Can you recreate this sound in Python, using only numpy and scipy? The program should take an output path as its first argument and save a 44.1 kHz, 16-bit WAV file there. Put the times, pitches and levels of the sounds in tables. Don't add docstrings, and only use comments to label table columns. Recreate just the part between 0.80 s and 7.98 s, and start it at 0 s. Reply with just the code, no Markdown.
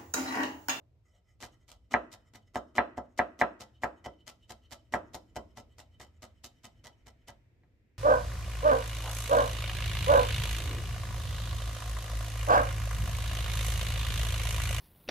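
import sys
import numpy as np
from scipy import signal
from scipy.fft import rfft, irfft
from scipy.io import wavfile

SR = 44100
rng = np.random.default_rng(int(sys.argv[2]) if len(sys.argv) > 2 else 0)


def dump(signal):
    limited = np.clip(np.atleast_2d(signal).T, -1, 1)
    pcm = np.round(limited * 32767).astype(np.int16)
    wavfile.write(sys.argv[1], SR, pcm)


def nominal_scale(level):
    x = np.asarray(level, float) / 20
    return 10 ** x


N = 316638
EARLIER = SR // 4


def rms_one(x):
    return x / np.sqrt(np.mean(x ** 2) + 1e-30)


def at_hz(points, hz, column=1):
    points = np.array(points)
    return np.interp(np.log(hz), np.log(points[:, 0]), points[:, column])


def drift(rate_hz):
    r = np.exp(-80 * np.pi * rate_hz / SR)
    noise = rng.standard_normal(N // 40 + 2002)
    slow = signal.lfilter([1], [1, -2 * r, r * r], noise)[2000:]
    return np.interp(np.arange(N) / 40, np.arange(len(slow)), rms_one(slow))


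# start_s, length_ms, level_db, slide_sing_db (slide into place before it)
CRUNCHES = [(0.603, 58.5, -48, -92), (0.879, 50.5, -53, -86), (1.109, 33, -46, -91),
            (1.315, 36.2, -48.5, -94), (1.535, 33.6, -53.5, -85), (1.742, 33, -48.5, -85),
            (1.953, 30, -46, -86), (2.166, 19.5, -55, -95), (2.376, 19.3, -38.5, -101.5),
            (2.59, 31.6, -44, -95), (2.795, 41, -50.5, -94), (3.019, 29.5, -47.5, -74),
            (3.241, 26, -53, -79.5), (3.466, 37, -49.5, -75), (3.691, 32, -45.5, -71),
            (3.905, 40.8, -47.5, -70.5), (4.123, 32.4, -46, -82), (4.334, 29.5, -42, -84.5),
            (4.556, 17, -46.5, -83), (4.765, 33, -49.5, -82), (4.979, 41, -52.5, -79.5),
            (5.197, 43, -52, -79.5), (5.42, 34, -49.5, -86), (5.636, 30, -43.5, -82.5),
            (5.833, 34.6, -52.5, -79), (6.04, 40.5, -52.5, -79.5), (6.26, 33, -54.5, -85),
            (6.473, 26.7, -49.5, -82.5)]
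SWELL_PAST_TAP_MS, LEAST_FADE_MS = 3.6, 4
WET_DB, WET_DB_PER_TAP_DB = -42, 0.37


def crunch_force(clicks_per_s, spread_db, smooth_share, touch_ms):
    shape, wet_db = np.zeros(N), np.zeros(N)
    for (start_s, length_ms, level_db, _), (tap_s, tap_db, _) in zip(CRUNCHES, TAP_LANDINGS):
        swell_ms = np.clip(1000 * (tap_s - start_s) + SWELL_PAST_TAP_MS, 4, length_ms - LEAST_FADE_MS)
        fade_ms = length_ms - swell_ms
        ms = np.arange(-touch_ms, swell_ms + 2 * fade_ms + 8, 1000 / SR)
        knots_ms = [ms[0], -1, 1.5, swell_ms, swell_ms + fade_ms, ms[-1]]
        contour_db = np.interp(ms, knots_ms, [-49.5, -29.0, -15.0, -4.5, -15.0, -43.5])
        first = round((start_s - touch_ms / 1000) * SR)
        shape[first:first + len(ms)] = nominal_scale(level_db + contour_db)
        wet_db[first:first + len(ms)] = WET_DB + WET_DB_PER_TAP_DB * tap_db - level_db
    sizes = nominal_scale(spread_db * np.minimum(rng.exponential(1, N), 5)) * rng.choice([-1, 1], N)
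    clicks = rms_one(sizes * (rng.random(N) < clicks_per_s / SR))
    grain = clicks + smooth_share * rng.standard_normal(N)
    return shape * nominal_scale(4.5 * drift(140)) * grain, wet_db


# frequency_hz, relative_db_per_hz
PEEL_COLOUR = [(120, -39), (200, 9.5), (1500, -1.5), (1770, -8.5), (2020, -1.5), (3130, -4.5), (3560, -5.5),
               (5330, -7.5), (9580, -10.5), (12200, -17), (16000, -23.5)]


def peel(force, wet_db, side_db, wet_below_hz):
    hz = np.maximum(np.fft.rfftfreq(N, 1 / SR), 10)
    low_share = np.clip(np.log2(wet_below_hz / hz), 0, 1)
    pair = np.array([force, force * rng.choice([-1, 1], N)])
    mixed = low_share * rfft(pair * nominal_scale(wet_db)) + (1 - low_share) * rfft(pair)
    mid, side = nominal_scale(at_hz(PEEL_COLOUR, hz)) * mixed
    treble_side = nominal_scale(side_db) * np.minimum(hz / 6000, 1) * side
    return irfft(mid + treble_side * [[1], [-1]], N)


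# time_s (before lag_ms), push_area_db, contact_ms (two sigma of the push)
TAP_LANDINGS = [(0.63, -33.5, 0.05), (0.889, -57, 0.079), (1.139, -8, 0.12), (1.337, -46.5, 0.05),
                (1.548, -45, 0.055), (1.756, -14, 0.29), (1.981, -6.5, 0.12), (2.177, -18, 0.36),
                (2.391, -9, 0.13), (2.613, -7, 0.12), (2.811, -37.5, 0.45), (3.034, -13, 0.15),
                (3.26, -19, 0.45), (3.474, -44, 0.05), (3.703, -32, 0.25), (3.92, -36.5, 0.16),
                (4.137, -11, 0.18), (4.344, -23, 0.4), (4.563, -17.5, 0.45), (4.773, -31.5, 0.31),
                (4.991, -46.5, 0.15), (5.203, -40.5, 0.092), (5.43, -40, 0.15), (5.64, -43, 0.15),
                (5.844, -47.5, 0.15), (6.053, -44, 0.15), (6.268, -45, 0.15), (6.489, -38, 0.15),
                (6.834, -60, 0.04)]
# push_area_db, contact_ms
EARLIER_LANDING = (-31, .4)
EARLIER_LANDING_S = -.06
PUSH_DB, PUSH_DB_PER_TAP_DB = -40.5, 0.44


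def tap_force(lag_ms):
    blow, push, around = np.zeros(N + EARLIER), np.zeros(N + EARLIER), np.arange(-60, 61)
    for time_s, area_db, contact_ms in [(EARLIER_LANDING_S, *EARLIER_LANDING)] + TAP_LANDINGS:
        at = (time_s + lag_ms / 1000) * SR + EARLIER
        sigma = contact_ms * SR / 2000
        bell = np.exp(-.5 * ((around - at % 1) / sigma) ** 2)
        blow[int(at) + around] += nominal_scale(area_db) * bell / bell.sum()
        push[int(at)] += nominal_scale(PUSH_DB + PUSH_DB_PER_TAP_DB * area_db)
    return blow, push


def ring(force, modes, spot_db):
    out, steps = 0, np.arange(0, len(force) + SR, SR // 5)
    for hz, level_db, t60_s, polarity in modes:
        r, w = nominal_scale(-60 / (t60_s * SR)), 2 * np.pi * hz / SR
        wander = np.interp(np.arange(len(force)), steps, rng.standard_normal(len(steps)))
        drive = nominal_scale(spot_db * wander) * force + 1e-18
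        tone = signal.lfilter([0, np.sin(w)], [1, -2 * r * np.cos(w), r * r], drive)
        out = out + polarity * nominal_scale(level_db) * tone
    return out


# frequency_hz, level_db, t60_s, first_swing_sign
BOARD_MODES = [(594, -14, .008, 1), (711, -10, .032, 1), (1075, -8, .01, -1), (1410, -13, .007, 1),
               (1584, -23, .06, 1), (1969, -.5, .013, -1), (2389, -15, .022, 1), (4026, -20, .03, -1),
               (245, -21, .05, -1), (364, -34, .08, 1), (465, -34, .08, -1), (615, -35, .18, 1),
               (684, -31, .2, -1), (864, -32, .07, 1), (532, -35, .1, -1), (185, -28, .08, 1),
               (985, -28, .1, -1), (1240, -28, .1, -1), (2940, -30, .06, -1), (3500, -30, .06, -1)]


def board_ring(blow, wet_bursts):
    return ring(blow + nominal_scale(-44.5) * np.pad(wet_bursts, (EARLIER, 0)), BOARD_MODES, spot_db=1.5)


def tick(blow):
    band = signal.butter(2, [2500, 9000], "band", fs=SR, output="sos")
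    return nominal_scale(-19.5) * signal.sosfilt(band, blow)


# frequency_hz, level_db, t60_s, signed_gain
COUNTER_MODES = [(62.33, -1.5, 0.27, 0.95), (116.5, 1.5, 0.095, -1.1)]


def counter_thud(push):
    return ring(nominal_scale(4.0) * push, COUNTER_MODES, spot_db=0.5)


# middle_s, length_ms, sing_db, hiss_db
LINING_UP_SLIDES = [(0.285, 135, -98, -79.5), (0.358, 120, -81, -77), (0.499, 150, -92, -78),
                    (0.733, 72, -79, -73)]
SET_BEFORE_MS, SET_MS = 61, 80
LIFT_AFTER_MS, LIFT_MS = 75, 55
SET_HISS_DB, LIFT_SING_DB, LIFT_HISS_DB = -83.5, -84.5, -87.5
SLIDE_SPREAD_DB = 3


def slides():
    chance_db = SLIDE_SPREAD_DB * rng.standard_normal((len(CRUNCHES), 3))
    into, out = [], []
    for (start_s, _, _, sing_db), (tap_s, _, _), c in zip(CRUNCHES, TAP_LANDINGS, chance_db):
        into.append((start_s - SET_BEFORE_MS / 1000, SET_MS, sing_db, SET_HISS_DB + c[0]))
        out.append((tap_s + LIFT_AFTER_MS / 1000, LIFT_MS, LIFT_SING_DB + c[1], LIFT_HISS_DB + c[2]))
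    return LINING_UP_SLIDES + into[1:] + out[1:-1]


# frequency_hz, width_hz, level_db
BLADE_MODES = [(650, 80, -9), (1300, 110, -10), (1990, 70, -6), (3030, 70, 2), (3700, 60, -12),
               (4150, 70, -18), (5210, 120, -11), (5750, 100, -16), (6510, 100, -14), (7150, 100, -16),
               (7900, 130, -16)]


def blade(bursts, hiss_db):
    sing, hiss = np.zeros(N), np.zeros(N)
    for middle_s, length_ms, sing_db, rub_db in slides():
        n = round(length_ms * SR / 1000)
        first = round(middle_s * SR) - n // 2
        sing[first:][:n] += nominal_scale(sing_db) * np.hanning(n)
        hiss[first:][:n] += nominal_scale(rub_db) * np.hanning(n)
    rub = rng.standard_normal((2, N)) * nominal_scale(2.0 * drift(60))
    hiss_band = signal.butter(2, [1500, 8500], "band", fs=SR, output="sos")
    out = nominal_scale(hiss_db) * hiss * signal.sosfilt(hiss_band, rub[1])
    for hz, width_hz, level_db in BLADE_MODES:
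        if 2500 < hz < 4500:
            drive = rub[0] * sing + nominal_scale(-11) * bursts
        else:
            drive = rub[0] * 1.3 * hiss * nominal_scale(3.7 * drift(8)) + nominal_scale(2.5 * drift(5.1)) * bursts
        r = np.exp(-np.pi * width_hz / SR)
        tone = signal.lfilter([1, 0, -1], [1, -2 * r * np.cos(2 * np.pi * hz / SR), r * r], drive)
        out += nominal_scale(level_db) * np.sqrt((1 - r * r) / 2) * tone
    return out


def knock(blow):
    band = signal.butter(5, [300, 2450], "band", fs=SR, output="sos")
    return nominal_scale(25) * signal.sosfilt(band, blow)


BANDS_HZ = 22 * 2 ** np.arange(0, 9.7, .5)


def bands(x):
    for k, (low, high) in enumerate(zip(BANDS_HZ, BANDS_HZ[1:])):
        band = signal.butter(2, [low, high], "band", fs=SR, output="sos")
        yield np.sqrt(low * high), signal.sosfilt(band, x[k % 2])


# frequency_hz, left_right_correlation
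LEFT_RIGHT_LIKENESS = [(60, 0.91), (180, 0.96), (550, 0.49), (1650, 0.04), (4970, 0.02), (15000, -0.05)]


def diffuse(hz, pair):
    alike = np.clip(at_hz(LEFT_RIGHT_LIKENESS, hz), -1, 1)
    return np.sqrt(1 + alike) * pair[0] + np.sqrt(1 - alike) * pair[1] * [[1], [-1]]


# delay_ms (right), level_db, lowpass_hz, left_lead_samples
WALL_ECHOES = [(7.9, -4, 1200, 0), (19.1, -10, 1200, -1), (24.6, -11, 1000, 1), (13.5, -16, 1800, 3)]
# frequency_hz, relative_db, early_t60_s
ROOM_TAIL = [(99.7, -47, 0.33), (242, -33.5, 0.53), (435, -41.5, 0.25), (700, -23.5, 0.2),
             (1350, -34, 0.13), (2250, -36, 0.096), (3393, -37, 0.18), (6008, -35, 0.084),
             (12000, -35.5, 0.09)]


def room(toward_walls, all_around, tail_start_ms, late_db, late_t60_s):
    t = np.arange(SR) / SR
    echoes, tail = np.zeros((2, 2, len(t)))
    for delay_ms, level_db, lowpass_hz, lead in WALL_ECHOES:
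        click = np.zeros((2, len(t)))
        delay = delay_ms * SR / 1000
        click[[0, 1], [round(delay - lead), round(delay)]] = nominal_scale(level_db)
        echoes += signal.sosfilt(signal.butter(2, lowpass_hz, fs=SR, output="sos"), click)
    build = np.clip(t * 1000 / tail_start_ms, 0, 1) ** 2
    for hz, pair in bands(rng.standard_normal((2, 2, len(t)))):
        early = nominal_scale(-60 * t / at_hz(ROOM_TAIL, hz, column=2))
        late = nominal_scale(late_db - 60 * t / late_t60_s)
        tail += diffuse(hz, pair) * build * nominal_scale(at_hz(ROOM_TAIL, hz)) * (early + late)
    wet = signal.fftconvolve(toward_walls[None], echoes, axes=1)
    wet = wet + signal.fftconvolve(all_around[None], tail, axes=1)
    return wet[:, EARLIER:EARLIER + N]


# frequency_hz, relative_db_per_hz
RUMBLE_COLOUR = [(25, -38), (45, -12.5), (97, -8), (145, -25.5), (206, -24.5), (300, -29), (430, -31),
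                 (1100, -47), (2500, -48), (4000, -52.5), (16000, -63)]
# time_s, level_db
RUMBLE_LEVEL = [(0.0, -65.5), (0.4, -67), (1.2, -66.5), (2.2, -65), (2.9, -65.5), (4.3, -62), (4.7, -61),
                (5.58, -62.5), (6.5, -63), (7.18, -66.5)]
# frequency_hz, amplitude_db (middle of its waver)
HUM_LINES = [(64.6, -79), (96.9, -75.5)]


def ventilation(patchy_db, hum_waver_db):
    out = 0
    for hz, pair in bands(rng.standard_normal((2, 2, N))):
        lumps_db = patchy_db * min(300 / hz, 1) * np.tanh(drift(1.6))
        out = out + nominal_scale(at_hz(RUMBLE_COLOUR, hz) + lumps_db) * diffuse(hz, pair)
    t = np.arange(N) / SR
    hum = 0
    for hz, level_db in HUM_LINES:
        hum = hum + nominal_scale(level_db + hum_waver_db * drift(1.9)) * np.sin(2 * np.pi * hz * t + drift(2.5))
    return rms_one(out) * nominal_scale(np.interp(t, *np.transpose(RUMBLE_LEVEL))) + hum


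# time_s, level_db
HISS_LEVEL = [(0, -104), (0.602, -100), (3, -94), (6.5, -81), (6.9, -86), (7.18, -84)]
# low_hz, high_hz
HISS_BAND_HZ = [1600, 2500]


def far_hiss():
    band = signal.butter(2, HISS_BAND_HZ, "band", fs=SR, output="sos")
    level_db = np.interp(np.arange(N) / SR, *np.transpose(HISS_LEVEL))
    return nominal_scale(level_db) * rms_one(signal.sosfilt(band, rng.standard_normal((2, N))))


LEFT_LAG_SAMPLES = 2.7


def scene():
    bursts, wet_db = crunch_force(clicks_per_s=4000, spread_db=4, smooth_share=.4, touch_ms=12)
    wet_bursts = bursts * nominal_scale(wet_db)
    blow, push = tap_force(lag_ms=.9)
    crunch = nominal_scale(12) * peel(bursts, wet_db, side_db=0.0, wet_below_hz=4000)
    board = board_ring(blow, wet_bursts)
    knife = blade(nominal_scale(2) * wet_bursts, hiss_db=-12.5)
    sample = np.arange(len(board))
    board_left = np.interp(sample - LEFT_LAG_SAMPLES, sample, board)
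    struck = np.array([board_left, board]) + counter_thud(push) + tick(blow)
    near = struck[:, EARLIER:] + crunch + knife
    cutting = np.pad(crunch.mean(axis=0) + knife, (EARLIER, 0))
    all_around = nominal_scale(-3.5) * board + knock(blow) + cutting
    walls = room(board + cutting, all_around, tail_start_ms=2.8, late_db=-20, late_t60_s=.55)
    return near + walls + ventilation(patchy_db=4.5, hum_waver_db=2) + far_hiss()


def band_limit(x):
    return signal.sosfilt(signal.butter(12, 16380, fs=SR, output="sos"), x)


def record(dry):
    dip_hz, width_hz, depth, stop_hz = 9600, 2500, .7, 16100
    band = signal.lfilter(*signal.iirpeak(dip_hz, dip_hz / width_hz, fs=SR), dry)
    lowpass = signal.cheby2(12, 60, stop_hz, fs=SR, output="sos")
    heard = signal.sosfilt(lowpass, dry - depth * band)
    return band_limit(heard)


dry = scene()
out = record(dry)
dump(out)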